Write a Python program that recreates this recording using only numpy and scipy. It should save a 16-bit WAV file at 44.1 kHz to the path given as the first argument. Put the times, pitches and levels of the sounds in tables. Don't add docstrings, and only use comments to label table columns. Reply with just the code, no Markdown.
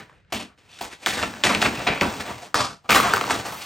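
import sys
import numpy as np
from scipy import signal
from scipy.fft import rfft, irfft
from scipy.io import wavfile
from scipy.ndimage import uniform_filter1d

SR = 44100
rng = np.random.default_rng(int(sys.argv[2]) if len(sys.argv) > 2 else 0)


def put_to_file(sound):
    columns = np.atleast_2d(sound).T
    safe = np.clip(columns, -1, 1)
    whole_steps = np.round(safe * 32767)
    wavfile.write(sys.argv[1], SR, whole_steps.astype(np.int16))


def volts_from_db(level):
    exponent = np.asarray(level, float) / 20
    return 10 ** exponent


N = 160965

SECOND_SHEET_S, SHEET_HZ = 2.5, 1200
BOTH_SIDES = np.array([[1], [-1]])


def shade(x, table):
    f = np.maximum(np.fft.rfftfreq(len(x), 1 / SR), 1)
    hz, db = np.array(table, float).T
    gain = volts_from_db(np.interp(np.log(f), np.log(hz), db))
    y = irfft(rfft(x) * gain, len(x))
    return y / np.std(y)


def ring(x, hz, q):
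    return signal.lfilter(*signal.iirpeak(hz, q, fs=SR), x)


def ring_twice(x, hz, q1, q2):
    return ring(ring(x, hz, q1), hz, q2)


def add(out, start_s, x):
    i = int(round(start_s * SR))
    a, b = max(i, 0), min(i + len(x), N)
    out[a:b] += x[a - i:b - i]


def walk(rate):
    k = int(SR / rate)
    steps = rng.standard_normal(N)[np.arange(N) // k]
    return 0.55 * uniform_filter1d(steps, k)


def grains(scatter_db):
    on = rng.random(N) < 9000 / SR
    return on * rng.standard_normal(N) * volts_from_db(scatter_db * rng.exponential(size=N))


def fade(t, length_s, attack_s):
    u = t / length_s
    rise = 1 - np.exp(-t / attack_s)
    snap_db = 3 * np.exp(-t / .012)
    return rise * volts_from_db(snap_db - 25 * u - 18.5 * u ** 4)


# start in seconds, peak level in dB, ring tone in Hz, treble in dB.
CRACKS = [(0.096, -36, 1200, -25), (0.115, -43, 1100, -23), (0.248, -52, 1490, -27),
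          (0.323, -17, 1100, -16), (0.576, -54, 1260, -17), (0.788, -29, 2900, -14), (0.811, -17, 856, -17),
          (1.061, -3, 2300, -13), (1.066, -9, 1500, -20), (1.07, -9, 1100, -22), (1.19, -16, 1600, -18),
          (1.227, -9, 2800, -28), (1.234, -11, 1300, -26), (1.338, -22, 1570, -20), (1.437, -2, 2670, -11),
          (1.441, -5, 2600, -16), (1.45, -7, 4300, -16), (1.469, -4, 1900, -21), (1.509, -9, 1200, -22),
          (1.548, -4, 2200, -14), (1.617, -8, 3300, -14), (1.625, -4, 1500, -14), (1.652, -10, 1630, -21),
          (1.66, -6, 1900, -20), (1.869, -9, 2400, -26), (1.875, -8, 2300, -26), (2.0105, -1, 2100, -24),
          (2.543, -3, 1190, -18), (2.603, -11, 1170, -20), (2.844, -41, 700, -15), (2.892, -7, 2510, -19),
          (2.905, -2, 2300, -14), (2.909, -5, 1300, -16), (2.918, -4, 2200, -14), (2.926, -4, 1200, -17),
          (2.929, -5, 2400, -18), (2.948, -3, 1300, -18), (2.955, -6, 1800, -15), (2.962, -4, 1130, -17),
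          (2.968, -7, 1500, -17), (3.0, -3, 1190, -22), (3.136, 0, 1350, -15), (3.161, -12, 1410, -10),
          (3.169, -9, 1150, -24), (3.179, -12, 1300, -17), (3.211, -5, 1280, -20), (3.24, -12, 1200, -16),
          (3.278, -17, 837, -13), (3.298, -11, 900, -18), (3.307, -6, 1700, -18)]


def cracks():
    out, t = np.zeros(N), np.arange(1024) / SR
    rise = 1 - np.exp(-t / .0005)
    body_shape, tick_shape = rise * np.exp(-t / .0007), rise * np.exp(-t / .0012)
    thud_shape = (1 - np.exp(-(t / 0.0014) ** 2)) * np.exp(-t / 0.0044)
    for s, db, hz, treble_db in CRACKS:
        a, b, c = rng.standard_normal((3, 1024))
        blank_sheet = s > SECOND_SHEET_S and hz < 1.2 * SHEET_HZ
        body = ring_twice(a * body_shape, hz, 4.5 if blank_sheet else 3.2, 1.0)
        tick = ring_twice(b * tick_shape, 4800, 1.0, 1.0)
        thud = ring(c * thud_shape, .35 * hz, 0.96)
        body, tick, thud = [x / np.abs(x).max() for x in (body, tick, thud)]
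        crack = body + volts_from_db(treble_db + 6) * tick + volts_from_db(-11) * thud
        add(out, s + .0001, volts_from_db(db - 2.5) * crack)
    return out


POP_TONES = (717, 1200, 1800, 2515, 3430)


def pops():
    on = rng.random((len(POP_TONES), N)) < 77 / SR
    size = on * rng.standard_normal(on.shape)
    out = sum(ring_twice(x, hz, 4.8, 6.5) for x, hz in zip(size, POP_TONES))
    return volts_from_db(-13) * out / np.std(out)


# frequency in Hz, level in dB per Hz.
CRACKLE_COLOUR = [(60, -4.5), (150, -1.5), (700, 1.5), (1200, -4), (3000, -8), (7500, -14), (11000, -17.5),
                  (16000, -56)]


def crackle():
    ticks = shade(grains(1.2), CRACKLE_COLOUR)
    gusts = volts_from_db(4.1 * walk(90))
    return ticks * gusts + pops()


def tint(x, s, hz, treble_db):
    soft = signal.lfilter(*signal.butter(N=2, Wn=4000, fs=SR), x)
    x = soft + volts_from_db(treble_db) * (x - soft)
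    broad = volts_from_db(-8) * ring(x, hz, 1.1)
    fold = volts_from_db(1.5) * ring(x, hz, 5.0)
    hum = (s > SECOND_SHEET_S) * volts_from_db(9) * ring(x, SHEET_HZ, 7)
    return x + broad + fold + hum


# start in seconds, level in dB, length in seconds, sheet tone in Hz,
# treble in dB.
BENDS = [(-.05, -30, 0.13, 1800, -31), (1.02, -46, 0.6, 2480, 3), (.3, -55.5, 0.065, 1510, -0.5),
         (.322, -27, 0.18, 2640, 2.5), (.575, -61.5, 0.95, 2520, 1.5), (.787, -51, 0.057, 1520, 13),
         (.808, -31.5, 0.13, 860, 4.5), (1.061, -29.5, 0.34, 1800, 7), (1.17, -26.5, 0.19, 1800, -3),
         (1.436, -21.5, 0.24, 2170, 2.5), (1.49, -22.5, 0.16, 1230, -24), (1.616, -20, 0.14, 2500, 0.5),
         (1.865, -22, 0.26, 2400, -12), (2.011, -22, 0.18, 970, -7), (1.226, -21, 0.053, 2440, -4),
         (1.549, -20, 0.035, 2670, -32), (2.542, -20.5, .24, 4820, 0), (2.845, -47.5, 0.06, 700, -9),
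         (2.89, -18.5, 0.07, 2320, -2.5), (2.905, -23.5, 0.18, 2130, 4.5), (2.945, -22.5, 0.28, 2030, 2.5),
         (3.03, -25.5, 0.34, 1380, -6), (3.297, -25.5, 0.15, 850, 5), (3.14, -33, 0.052, 1290, -5),
         (3.45, -37.5, 0.3, 836, 5), (3.52, -36, 0.12, 1020, 2), (1.464, -20, .045, 1900, -12),
         (1.651, -19, 0.063, 1700, -14), (.322, -30.5, 0.065, 710, -12), (2.013, -19, 0.056, 447, -17),
         (1.868, -22, 0.095, 3300, -28)]


def bends(crackling):
    out, t = np.zeros(N), np.arange(SR // 2) / SR
    for k, (s, db, length, hz, treble_db) in enumerate(BENDS):
        x = crackling[k * 4000:k * 4000 + len(t)]
        add(out, s, volts_from_db(db) * fade(t, length, 0.0041) * tint(x, s, hz, treble_db))
    return out


# start in seconds, level in dB, length in seconds.
FIZZ = [(.323, -40, 0.1), (.81, -42.5, .08), (1.06, -29, .02), (1.07, -41, 0.27), (1.437, -45, .02),
        (1.46, -56, .2), (1.617, -47, .12), (2.01, -43, 0.12), (2.543, -32.5, 0.029), (2.891, -37, .03),
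        (2.905, -23.5, .09), (2.947, -25, 0.13), (3.0, -32, 0.075), (3.137, -24, .012), (3.16, -33, .03),
        (3.21, -46, .05), (3.3, -58, .08), (3.46, -45, 0.3), (3.52, -44, 0.6)]


def fizz():
    out, t = np.zeros(N), np.arange(SR // 2) / SR
    spray = ring_twice(grains(2.0), 12500, 1.3, 1.3)
    spray = spray / np.std(spray)
    for k, (s, db, length) in enumerate(FIZZ):
        x = spray[k * 4000:k * 4000 + len(t)]
        add(out, s, volts_from_db(db) * fade(t, length, .0012) * x)
    return out


# start in seconds, level in dB, length in seconds, tone in Hz.
FLAPS = [(0, -29.5, 0.053, 154), (0.323, -27, 0.2, 230), (.82, -33, 0.082, 164), (1.081, -32.5, 0.47, 210),
         (1.236, -23.5, 0.11, 190), (1.447, -15.5, 0.14, 221), (1.544, -13.5, 0.1, 204),
         (1.63, -18, 0.2, 255), (1.774, -8.5, 0.041, 143), (1.877, -14, 0.093, 171),
         (2.008, -10, 0.12, 213), (2.138, -33, 0.19, 174), (2.3, -30.5, 0.13, 115), (2.554, -31, 0.12, 416),
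         (2.895, -18.5, 0.21, 213), (3.0, -20, 0.085, 117), (3.152, -48, 0.078, 226),
         (3.3, -34, 0.054, 199), (3.5, -27, 0.084, 159), (2.4, -46, 0.15, 168), (2.68, -30, 0.1, 158)]


def flaps():
    out, t = np.zeros(N), np.arange(SR // 2) / SR
    for s, db, length, hz in FLAPS:
        push = rng.standard_normal(len(t))
        wobble = ring_twice(push, hz, 2.77, 0.88)
        x = wobble + volts_from_db(-7.0) * ring_twice(push, hz / 3, 1.0, 1.0)
        add(out, s, volts_from_db(db) * fade(t, length, 0.048) * x / np.std(x))
    return out


# time in seconds, level in dB.
SLIDE_LEVEL = [(0.0, -43.5), (0.17, -104), (0.73, -60), (0.99, -58), (1.26, -40), (1.48, -41),
               (1.61, -29.5), (1.94, -37.5), (2.15, -33), (2.33, -37.5), (2.55, -59), (2.67, -102),
               (2.95, -39.5), (3.06, -30.5), (3.15, -29), (3.4, -31.5), (3.53, -43), (3.65, -45)]
# frequency in Hz, level in dB per Hz.
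SLIDE_COLOUR = [(24, -107), (40, -6), (164, -1), (744, -3), (844, -2), (7750, -17.5), (13500, -29),
                (15300, -22), (16500, -40)]


def slide():
    s, db = np.array(SLIDE_LEVEL).T
    level_db = np.interp(np.arange(N) / SR, s, db) + 0.54 * walk(37.0) + 4.3 * walk(120)
    return volts_from_db(level_db) * shade(grains(0.59), SLIDE_COLOUR)


# centre in seconds, level in dB, half length
# in seconds, tone in Hz, treble in dB.
BRUSHES = [(.1, -57.5, 0.12, 1660, -5.5), (.5, -58.5, 0.083, 1200, -25), (.17, -63.5, 0.08, 2510, -5),
           (.75, -60, 0.09, 2630, 13.5), (.93, -43, 0.052, 2190, 3), (1.03, -61.5, 0.073, 920, 13.5),
           (1.37, -49, 0.045, 1510, -12), (1.78, -34.5, 0.14, 2570, -9), (2.21, -35.5, 0.02, 1930, 3),
           (2.3, -34, 0.07, 960, -6), (2.44, -44, 0.058, 684, 4.5), (3.64, -51.5, 0.1, 2530, 14)]


def brushes(crackling):
    out, t = np.zeros(N), np.arange(SR // 2) / SR
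    middle = t.mean()
    for k, (s, db, half, hz, treble_db) in enumerate(BRUSHES):
        x = crackling[::-1][k * 4000:k * 4000 + len(t)]
        swell_db = -33.0 * ((t - middle) / half) ** 2
        add(out, s - middle, volts_from_db(db + swell_db) * tint(x, s, hz, treble_db))
    return out


def room_echo(paper):
    t = np.arange(SR // 2) / SR
    decay = volts_from_db(-60 * t / 0.22) * (t > .004)
    centre, side = rng.standard_normal((2, len(t))) * decay
    wide = volts_from_db(-0.5) * ring_twice(side, 1140, 0.39, 0.39) + volts_from_db(-6.5) * ring_twice(side, 110, 1.0, 1.0)
    tail = centre + BOTH_SIDES * wide
    tail = tail / np.sqrt(np.sum(tail[0] ** 2))
    return volts_from_db(-10) * signal.fftconvolve(paper[None], tail, axes=1)[:, :N]


# frequency in Hz, level in dB per Hz.
AIR_COLOUR = [(24, -54), (40, 14.5), (171, 11.5), (214, -5.5), (554, -3), (796, -14.5), (1880, -5),
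              (9000, -34.5), (11700, -72), (19800, -120)]


def room_air(paper):
    hiss = np.array([shade(rng.standard_normal(N), AIR_COLOUR) for _ in range(2)])
    hiss = hiss * volts_from_db(-56 + 2 * walk(33))
    keep = np.exp(-1 / (.06 * SR))
    held = signal.lfilter([1 - keep], [1, -keep], paper ** 2) / volts_from_db(-54) ** 2
    centre, side = hiss * volts_from_db(-8 * held / (1 + held))
    return centre + 0.37 * side * BOTH_SIDES


def scene():
    cracking, fizzing = cracks(), fizz()
    crackling = crackle()
    paper = cracking + fizzing + bends(crackling) + brushes(crackling) + flaps() + slide()
    return paper + room_echo(paper) + room_air(paper)


# frequency in Hz, lead of the left side in radians.
SIDE_PHASE = [(2300, 0), (3300, .8), (5800, .05), (8600, 0), (9050, -1.4), (9700, -2.8), (10250, -np.pi),
              (12000, -2 * np.pi), (13800, -3 * np.pi), (17200, -5 * np.pi)]


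def two_sides(dry):
    f = np.fft.rfftfreq(N, 1 / SR)
    hz, turn = np.array([(0.01, 0.25)] + list(SIDE_PHASE)).T
    lead = np.exp(.5j * np.interp(f, hz, turn) * BOTH_SIDES)
    balance = volts_from_db(.5 * BOTH_SIDES * .6)
    return irfft(rfft(dry) * lead * balance, N)


def low_pass(x):
    return signal.sosfilt(signal.butter(12, 17100, fs=SR, output="sos"), x)


def record(dry):
    top_cut = signal.cheby1(N=10, rp=.5, Wn=15900, fs=SR, output="sos")
    low_cut = signal.butter(2, 55, "high", fs=SR, output="sos")
    x = signal.sosfilt(top_cut, two_sides(dry))
    x = signal.sosfilt(low_cut, x)
    return low_pass(x)


dry = scene()
out = record(dry)
put_to_file(out)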